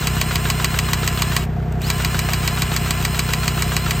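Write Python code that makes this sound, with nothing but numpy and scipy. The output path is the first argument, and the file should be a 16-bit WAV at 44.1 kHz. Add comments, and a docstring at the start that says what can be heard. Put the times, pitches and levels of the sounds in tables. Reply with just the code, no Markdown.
"""A battery grease gun pumps seven strokes a second, outdoors, beside an idling three-cylinder diesel.
In each stroke the plunger meets the grease with a dull clack, the load slows the motor and lowers its
whine, and a sharp knock excites the modes of the gun's body. The trigger is released once: the motor
runs down, the switch clicks, and the motor starts again. The diesel's periodic exhaust pulses lay a
low harmonic series underneath, with valve clatter and a throbbing roar."""
import sys
import numpy as np
from scipy import signal
from scipy.fft import rfft, irfft
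from scipy.io import wavfile
from scipy.ndimage import uniform_filter1d, map_coordinates

SR = 44100
rng = np.random.default_rng(int(sys.argv[2]) if len(sys.argv) > 2 else 0)


def generate_wav(signal):
    """Clip the signal to [-1, 1] and save it as 16-bit WAV at the path in sys.argv[1]."""
    frames = np.transpose(np.atleast_2d(signal))
    scaled = np.clip(frames, -1, 1) * 32767
    pcm = np.round(scaled).astype(np.int16)
    wavfile.write(sys.argv[1], SR, pcm)


N = 176400
T = np.arange(N) / SR

# Plunger strokes. Each row: time of the knock in seconds, knock level in dB, clack level in dB.
STROKES = [(0.0711, -1.5, -4.5), (0.2139, -0.2, -3.5), (0.3568, -1.5, 0), (0.5012, 0, 0), (0.6452, 1, -0.5),
           (0.7892, -1, -3), (0.9332, 0, -3), (1.0768, -1.5, -1.5), (1.2211, 0, -2), (1.3653, 0, -1.5),
           (1.9017, -1.5, -20), (2.0481, -1, -1), (2.1915, -2.5, 1), (2.3344, -2, -0.5), (2.4771, -1, -3.5),
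           (2.6207, -1.4, -2), (2.7641, -1, 0), (2.9077, -1.5, -6.5), (3.0507, -0.5, -10), (3.1929, 0, -2),
           (3.3355, -2, -2), (3.4792, -1.5, -2), (3.6224, -2, -2.5), (3.766, -1.5, -2.5),
           (3.9086, -1.5, -1.5)]
# Spectrum of a hard impact. Each row: frequency in Hz, peak level in dB per Hz.
IMPACT_SPECTRUM = [(400, -63), (1000, -61.5), (2000, -50.5), (3000, -51), (3500, -57), (5000, -55),
                   (5500, -57.5), (6500, -51.5), (7200, -56.5), (7900, -50), (8500, -57), (10200, -60),
                   (12000, -59.5), (14200, -59), (15200, -54), (16500, -76)]


def amp(db):
    """Amplitude ratio of a level in decibels."""
    return 10 ** (np.asarray(db) / 20)


def unit_rms(x):
    """Normalisation to unit power."""
    return x / np.sqrt(np.mean(x ** 2) + 1e-20)


def spectrum_at(points, hz):
    """Interpolation on a logarithmic frequency axis."""
    f, value = np.transpose(points)
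    return np.interp(np.log(hz + 1), np.log(f + 1), value)


def follow(table, at):
    """Linear interpolation of each further column against the first."""
    place, *columns = np.transpose(table)
    return [np.interp(at, place, column) for column in columns]


def add(mix, start_s, sound):
    """Superposition of a sound on the mix."""
    at = round(start_s * SR)
    sound = sound[max(-at, 0):]
    part = mix[max(at, 0):][:len(sound)]
    part += sound[:len(part)]


def colour(x, points, size=8192):
    """Minimum-phase filtering by a spectrum in dB."""
    log_gain = np.log(amp(spectrum_at(points, abs(np.fft.fftfreq(size, 1 / SR)))))
    taps = np.fft.ifft(np.exp(np.conj(signal.hilbert(log_gain)))).real[:size // 2]
    return signal.oaconvolve(x, taps)[:N]


def hiss():
    """White noise of 0 dB per Hz."""
    return rng.standard_normal(N) * np.sqrt(SR / 2)


def drift(hz):
    """Random fluctuation of rms 1, low-passed at hz."""
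    rolloff = 1 + (np.fft.rfftfreq(N, 1 / SR) / hz) ** 4
    return unit_rms(irfft(rfft(rng.standard_normal(N)) / rolloff, N))


def narrowband(angle, spread_hz):
    """Random modulation broadens a tone into a band of noise."""
    return drift(spread_hz) * np.cos(angle) + drift(spread_hz) * np.sin(angle)


def blend(repeating, fresh, share=.5):
    """Uncorrelated signals add in power; share is the repeating fraction."""
    return np.sqrt(share) * repeating + np.sqrt(1 - share) * fresh


def burst(t60, hold_s=0):
    """Exponential decay after a hold, 60 dB in t60 seconds."""
    return amp(-60 * np.maximum(T[:SR // 8] - hold_s, 0) / t60)


def ring(hz, t60):
    """Free vibration of one damped mode."""
    return burst(t60) * np.sin(2 * np.pi * hz * T[:SR // 8])


def snap(x, envelope):
    """Flattening noise by turns in frequency and time gives an even, broadband burst."""
    for _ in range(4):
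        x = irfft(np.exp(1j * np.angle(rfft(x * envelope))), len(x))
        x = x / np.sqrt(abs(uniform_filter1d(x ** 2, 24)) + 1e-20)
    return x * envelope * np.sqrt(SR / 2)


def diesel():
    """Periodic firing gives harmonic exhaust and boom and modulates a roar; valve gear rings each cycle."""
    # Firing strengths. Each entry: one cylinder's level in dB.
    cylinders = [-0.78, 0, 1]
    # Spectra of the exhaust pulse and the boom after it. Each row: frequency in Hz, relative level in dB.
    exhaust_spectrum = [(30, -39), (63, -16.5), (95, -13), (127, -0.5), (159, -1), (190, -14), (222, -8.5),
                        (270, -27), (410, -22.5), (550, -35), (1000, -42.5), (2500, -90)]
    boom_spectrum = [(20, -31), (32, -15.5), (63, -0.5), (95, -11), (130, -17), (300, -58.5), (2000, -110)]
    # Valve gear impacts. Each row: fraction of the cycle, level in dB, frequency in Hz.
    valve_impacts = [(.14, -31, 635), (.48, -33, 412), (.55, -27.5, 708), (.7, -26, 708), (.77, -30, 350)]
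    # Engine roar and yard rumble. Each row: frequency in Hz, level in dB per Hz.
    roar_spectrum = [(27, -87), (40, -55.5), (90, -50), (160, -55.5), (280, -65.5), (430, -61),
                     (560, -70.5), (700, -63.5), (1000, -71.5), (1600, -72), (2200, -78), (3100, -84),
                     (4400, -91), (7000, -95), (10000, -100), (13000, -96), (16000, -100)]
    firing_hz, first_firing_s, boom_lag_s = 31.739, .0098, .0137
    cycle_s = len(cylinders) / firing_hz
    pulses, clatter = np.zeros((2, N))
    soft_onset = 1 - burst(t60=.015)
    for start in np.arange(-cycle_s, N / SR, cycle_s):
        for k, db in enumerate(cylinders):
            add(pulses, start + first_firing_s + k / firing_hz, -amp(db + .4 * rng.standard_normal(1)))
        for share, db, hz in valve_impacts:
            tap = amp(db + rng.standard_normal()) * ring(hz, t60=.075) * soft_onset
            add(clatter, start + share * cycle_s, tap)
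    firing_wave = np.cos(2 * np.pi * firing_hz * (T - .022))
    throb = unit_rms(np.exp(.18 * firing_wave + .046 * drift(hz=60)))
    cycle_noise = hiss()[:round(cycle_s * SR)]
    roar = blend(np.resize(cycle_noise, N), hiss())
    exhaust = amp(-24) * unit_rms(colour(pulses, exhaust_spectrum))
    boom = amp(-25) * unit_rms(colour(np.roll(pulses, round(boom_lag_s * SR)), boom_spectrum))
    return exhaust + boom + clatter + colour(roar * throb, roar_spectrum)


def switch():
    """Two light impacts of the trigger switch give brief broadband clicks."""
    # Switch clicks. Each row: start in seconds, gain in dB.
    clicks = [(1.724, -18.5), (1.818, -9.5)]
    envelope = np.zeros(N)
    for start, db in clicks:
        add(envelope, start, amp(db) * burst(t60=.015))
    return colour(hiss() * envelope, IMPACT_SPECTRUM)


def stroke_phase(running):
    """Speed integrates to travel, which sets the fraction of the way from knock to knock."""
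    travel = np.cumsum(running) / SR
    ends = np.interp([row[0] for row in STROKES], T, travel)
    ends = np.r_[2 * ends[0] - ends[1], ends, 2 * ends[-1] - ends[-2]]
    return np.interp(travel, ends, np.arange(len(ends))) % 1


def motor():
    """Whine at shaft harmonics and modulated gear noise follow a shaft that slows under each push."""
    # Response to the trigger. Each row: time in seconds, fraction of full speed, noise gain in dB,
    # whine gain in dB, grease load from 0 to 1.
    trigger = [(1.385, 1, 0, 0, 1), (1.436, .9, -2.5, -4, 1), (1.452, .6, -10, -14, 0),
               (1.475, 0, -40, -60, 0), (1.785, 0, -23, -60, 0), (1.825, .72, -4, -6, 0),
               (1.882, 1.01, -1.5, -2, 0), (1.903, 1, 0, 0, 1)]
    # Slowing under load. Each row: fraction of the stroke, fraction of full speed.
    loaded_speed = [(0, .92), (.1, .938), (.35, .984), (.5, .997), (.64, 1), (.71, .982), (.84, .917),
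                    (1, .92)]
    # Noise through a stroke. Each row: fraction of the stroke, gear gain in dB, rasp gain in dB.
    stroke_noise = [(0, 6, -6), (.1, -1, -9), (.35, 0, -14.5), (.64, -1, -7), (.71, -0.5, -4.5),
                    (.84, -0.5, -1.5), (1, -0.5, -6.5)]
    # Whine partials. Each row: multiple of the shaft rate, level in dB, change in dB at full sag.
    partials = [(3, -43, 0), (5, -41, -1), (10, -53, 5), (12, -43, -2), (15, -48, 0), (20, -51, -9),
                (24, -52, -6), (25, -43, -9), (45, -41, -45)]
    # Spectra of gear noise and of the rasp under load. Each row: frequency in Hz, level in dB per Hz.
    gear_spectrum = [(300, -83), (750, -79), (1050, -63.5), (1700, -67.5), (2200, -67), (2450, -65.5),
                     (2950, -63.5), (3400, -76), (4500, -79), (5100, -72.5), (5900, -81), (6900, -74.5),
                     (7450, -71.5), (9300, -77), (12500, -77.5), (14500, -78.5), (15600, -77)]
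    rasp_spectrum = [(500, -80), (1300, -66.5), (2500, -67), (4000, -67), (5000, -76), (5800, -70.5),
                     (7800, -68), (10000, -75), (12800, -74), (16000, -73)]
    # Housing resonances, excited by the gears. Each row: frequency in Hz, level in dB.
    housing_modes = [(2870, -47), (4170, -49)]
    shaft_hz, wander, surge_order, spin_up_per_s = 347.5, .002994, 15, 5

    running, noise_db, whine_db, load = follow(trigger, T)
    stroke = stroke_phase(running)
    speed = 1 - load * (1 - follow(loaded_speed, stroke)[0])
    sag = np.clip((1 - speed * running) / np.ptp(speed), 0, 1)
    turns = np.cumsum(shaft_hz * speed * running * (1 + wander * drift(hz=13.96))) / SR
    angle = 2 * np.pi * turns
    whine = np.zeros(N)
    for order, db, sag_db in partials:
        level = np.sqrt(2) * amp(db + sag_db * sag + 2 * drift(hz=30))
        phase = order * angle + 2 * np.pi * rng.random()
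        jitter = (.3 + .5 * sag) * drift(hz=70)
        whine += level * np.cos(phase + jitter)

    gear_db, rasp_db = follow(stroke_noise, stroke)
    pulsing = unit_rms(np.exp(.26 * np.cos(angle) + .16 * drift(hz=250)))
    # Part of the grinding repeats with every turn of the shaft.
    turn_noise = map_coordinates(hiss(), [turns % 1 * SR / shaft_hz], order=2, mode="nearest")
    grind = blend(turn_noise, hiss(), share=.15 * running)
    gears = colour(grind * pulsing * amp(gear_db), gear_spectrum)
    rasp = colour(hiss() * pulsing * amp(rasp_db), rasp_spectrum)
    housing = sum(amp(db) * narrowband(2 * np.pi * hz * T, spread_hz=35) for hz, db in housing_modes)

    # The gears whine roughly while they are driven up to speed.
    surge = np.clip(np.gradient(running) * SR / spin_up_per_s, 0, 1) * running
    rough_tone = np.cos(surge_order * angle) + 2 * narrowband(surge_order * angle, spread_hz=170)
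    return amp(noise_db) * (gears + rasp + housing) + amp(whine_db) * whine + amp(-43) * surge * rough_tone


def plunger():
    """Impact excitation: a dull clack as the load comes on, then a knock that rings, rattles, rebounds."""
    # Spectra of the clack and the rattling parts. Each row: frequency in Hz, peak level in dB per Hz.
    clack_spectrum = [(300, -58.5), (700, -55.5), (1000, -54.5), (1450, -49), (2100, -59), (4000, -60),
                      (6000, -71), (15000, -101)]
    rattle_spectrum = [(500, -70.5), (1100, -61.5), (2400, -66), (4600, -61.5), (5600, -68), (7800, -64),
                       (10000, -70), (15000, -86)]
    # Modes of the gun's body. Each row: frequency in Hz, level in dB, 60 dB decay time in seconds.
    body_modes = [(1098, -21.5, 0.052), (1964, -17.5, 0.023), (2375, -16, 0.027), (2990, -13.5, 0.0073),
                  (4104, -20.5, 0.038), (4590, -21, 0.037), (5026, -21, 0.021), (6480, -25.5, 0.031),
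                  (7790, -13.5, 0.0074)]
    contact_s, clack_lead_s, rebound_s = .0018, .047, .008
    cracks, rattle_envelope, clack_envelope, body = np.zeros((4, N))
    crack_envelope = burst(t60=.0066, hold_s=contact_s)
    common_noise = rng.standard_normal(len(crack_envelope))  # makes the knocks sound alike
    for knock_s, knock_db, clack_db in STROKES:
        add(clack_envelope, knock_s - clack_lead_s, amp(clack_db) * burst(t60=.057, hold_s=.001))
        contact = blend(common_noise, rng.standard_normal(len(crack_envelope)))
        add(cracks, knock_s - .0006, amp(knock_db) * snap(contact, crack_envelope))
        add(rattle_envelope, knock_s, amp(knock_db) * burst(t60=.047, hold_s=contact_s))
        rebound_at = knock_s + rebound_s + .00082 * rng.standard_normal()
        add(rattle_envelope, rebound_at, amp(knock_db - .5) * burst(t60=.046))
        for hz, db, t60 in body_modes:
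            add(body, knock_s + contact_s * rng.random(), amp(knock_db + db) * ring(hz, t60))
    rattle = colour(hiss() * rattle_envelope, rattle_spectrum)
    clack = colour(hiss() * clack_envelope, clack_spectrum)
    return colour(cracks, IMPACT_SPECTRUM) + rattle + clack + body


def scene():
    """Direct sound interferes with scattered sound of random phase at two close listening points."""
    # Scattering from steel tracks and the ground. Each row: frequency in Hz, gain in dB.
    scatter_spectrum = [(60, -33), (160, -22), (300, -9), (500, -13.5), (1200, -8.5), (2200, -33),
                        (4000, -9), (7000, -31), (8800, -8.5), (10000, -29), (12000, -1), (16000, -17)]
    # Phase between the two points. Each row: frequency in Hz, lead of the left in radians.
    phase_leads = [(0, 0), (200, 0), (500, .3), (1100, .4), (1800, -.1), (3200, .45), (4700, .4),
                   (5800, -.3), (7400, -.1), (8600, -1.1), (9200, -2.6), (10000, -3.14), (11000, -3.7),
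                   (13000, -6.1), (14200, -6.5), (16000, -8.9)]
    direct = motor() + plunger() + switch() + diesel()
    frames = signal.stft(colour(direct, scatter_spectrum), nperseg=256)[2]
    frames = frames * np.exp(2j * np.pi * rng.random(frames.shape))
    scattered = np.sqrt(2) * signal.istft(frames, nperseg=256)[1][:N]
    lead = spectrum_at(phase_leads, np.fft.rfftfreq(N, 1 / SR))
    right = irfft(rfft(direct - scattered) * np.exp(-1j * lead), N)
    return np.array([direct + scattered, right])


def record(dry):
    """A linear-phase low-pass filter limits the band to 16 kHz."""
    taps = signal.firwin(255, 16000, window=("kaiser", 9), fs=SR)
    return signal.oaconvolve(dry, taps[None], "same")


dry = scene()
out = record(dry)
generate_wav(out)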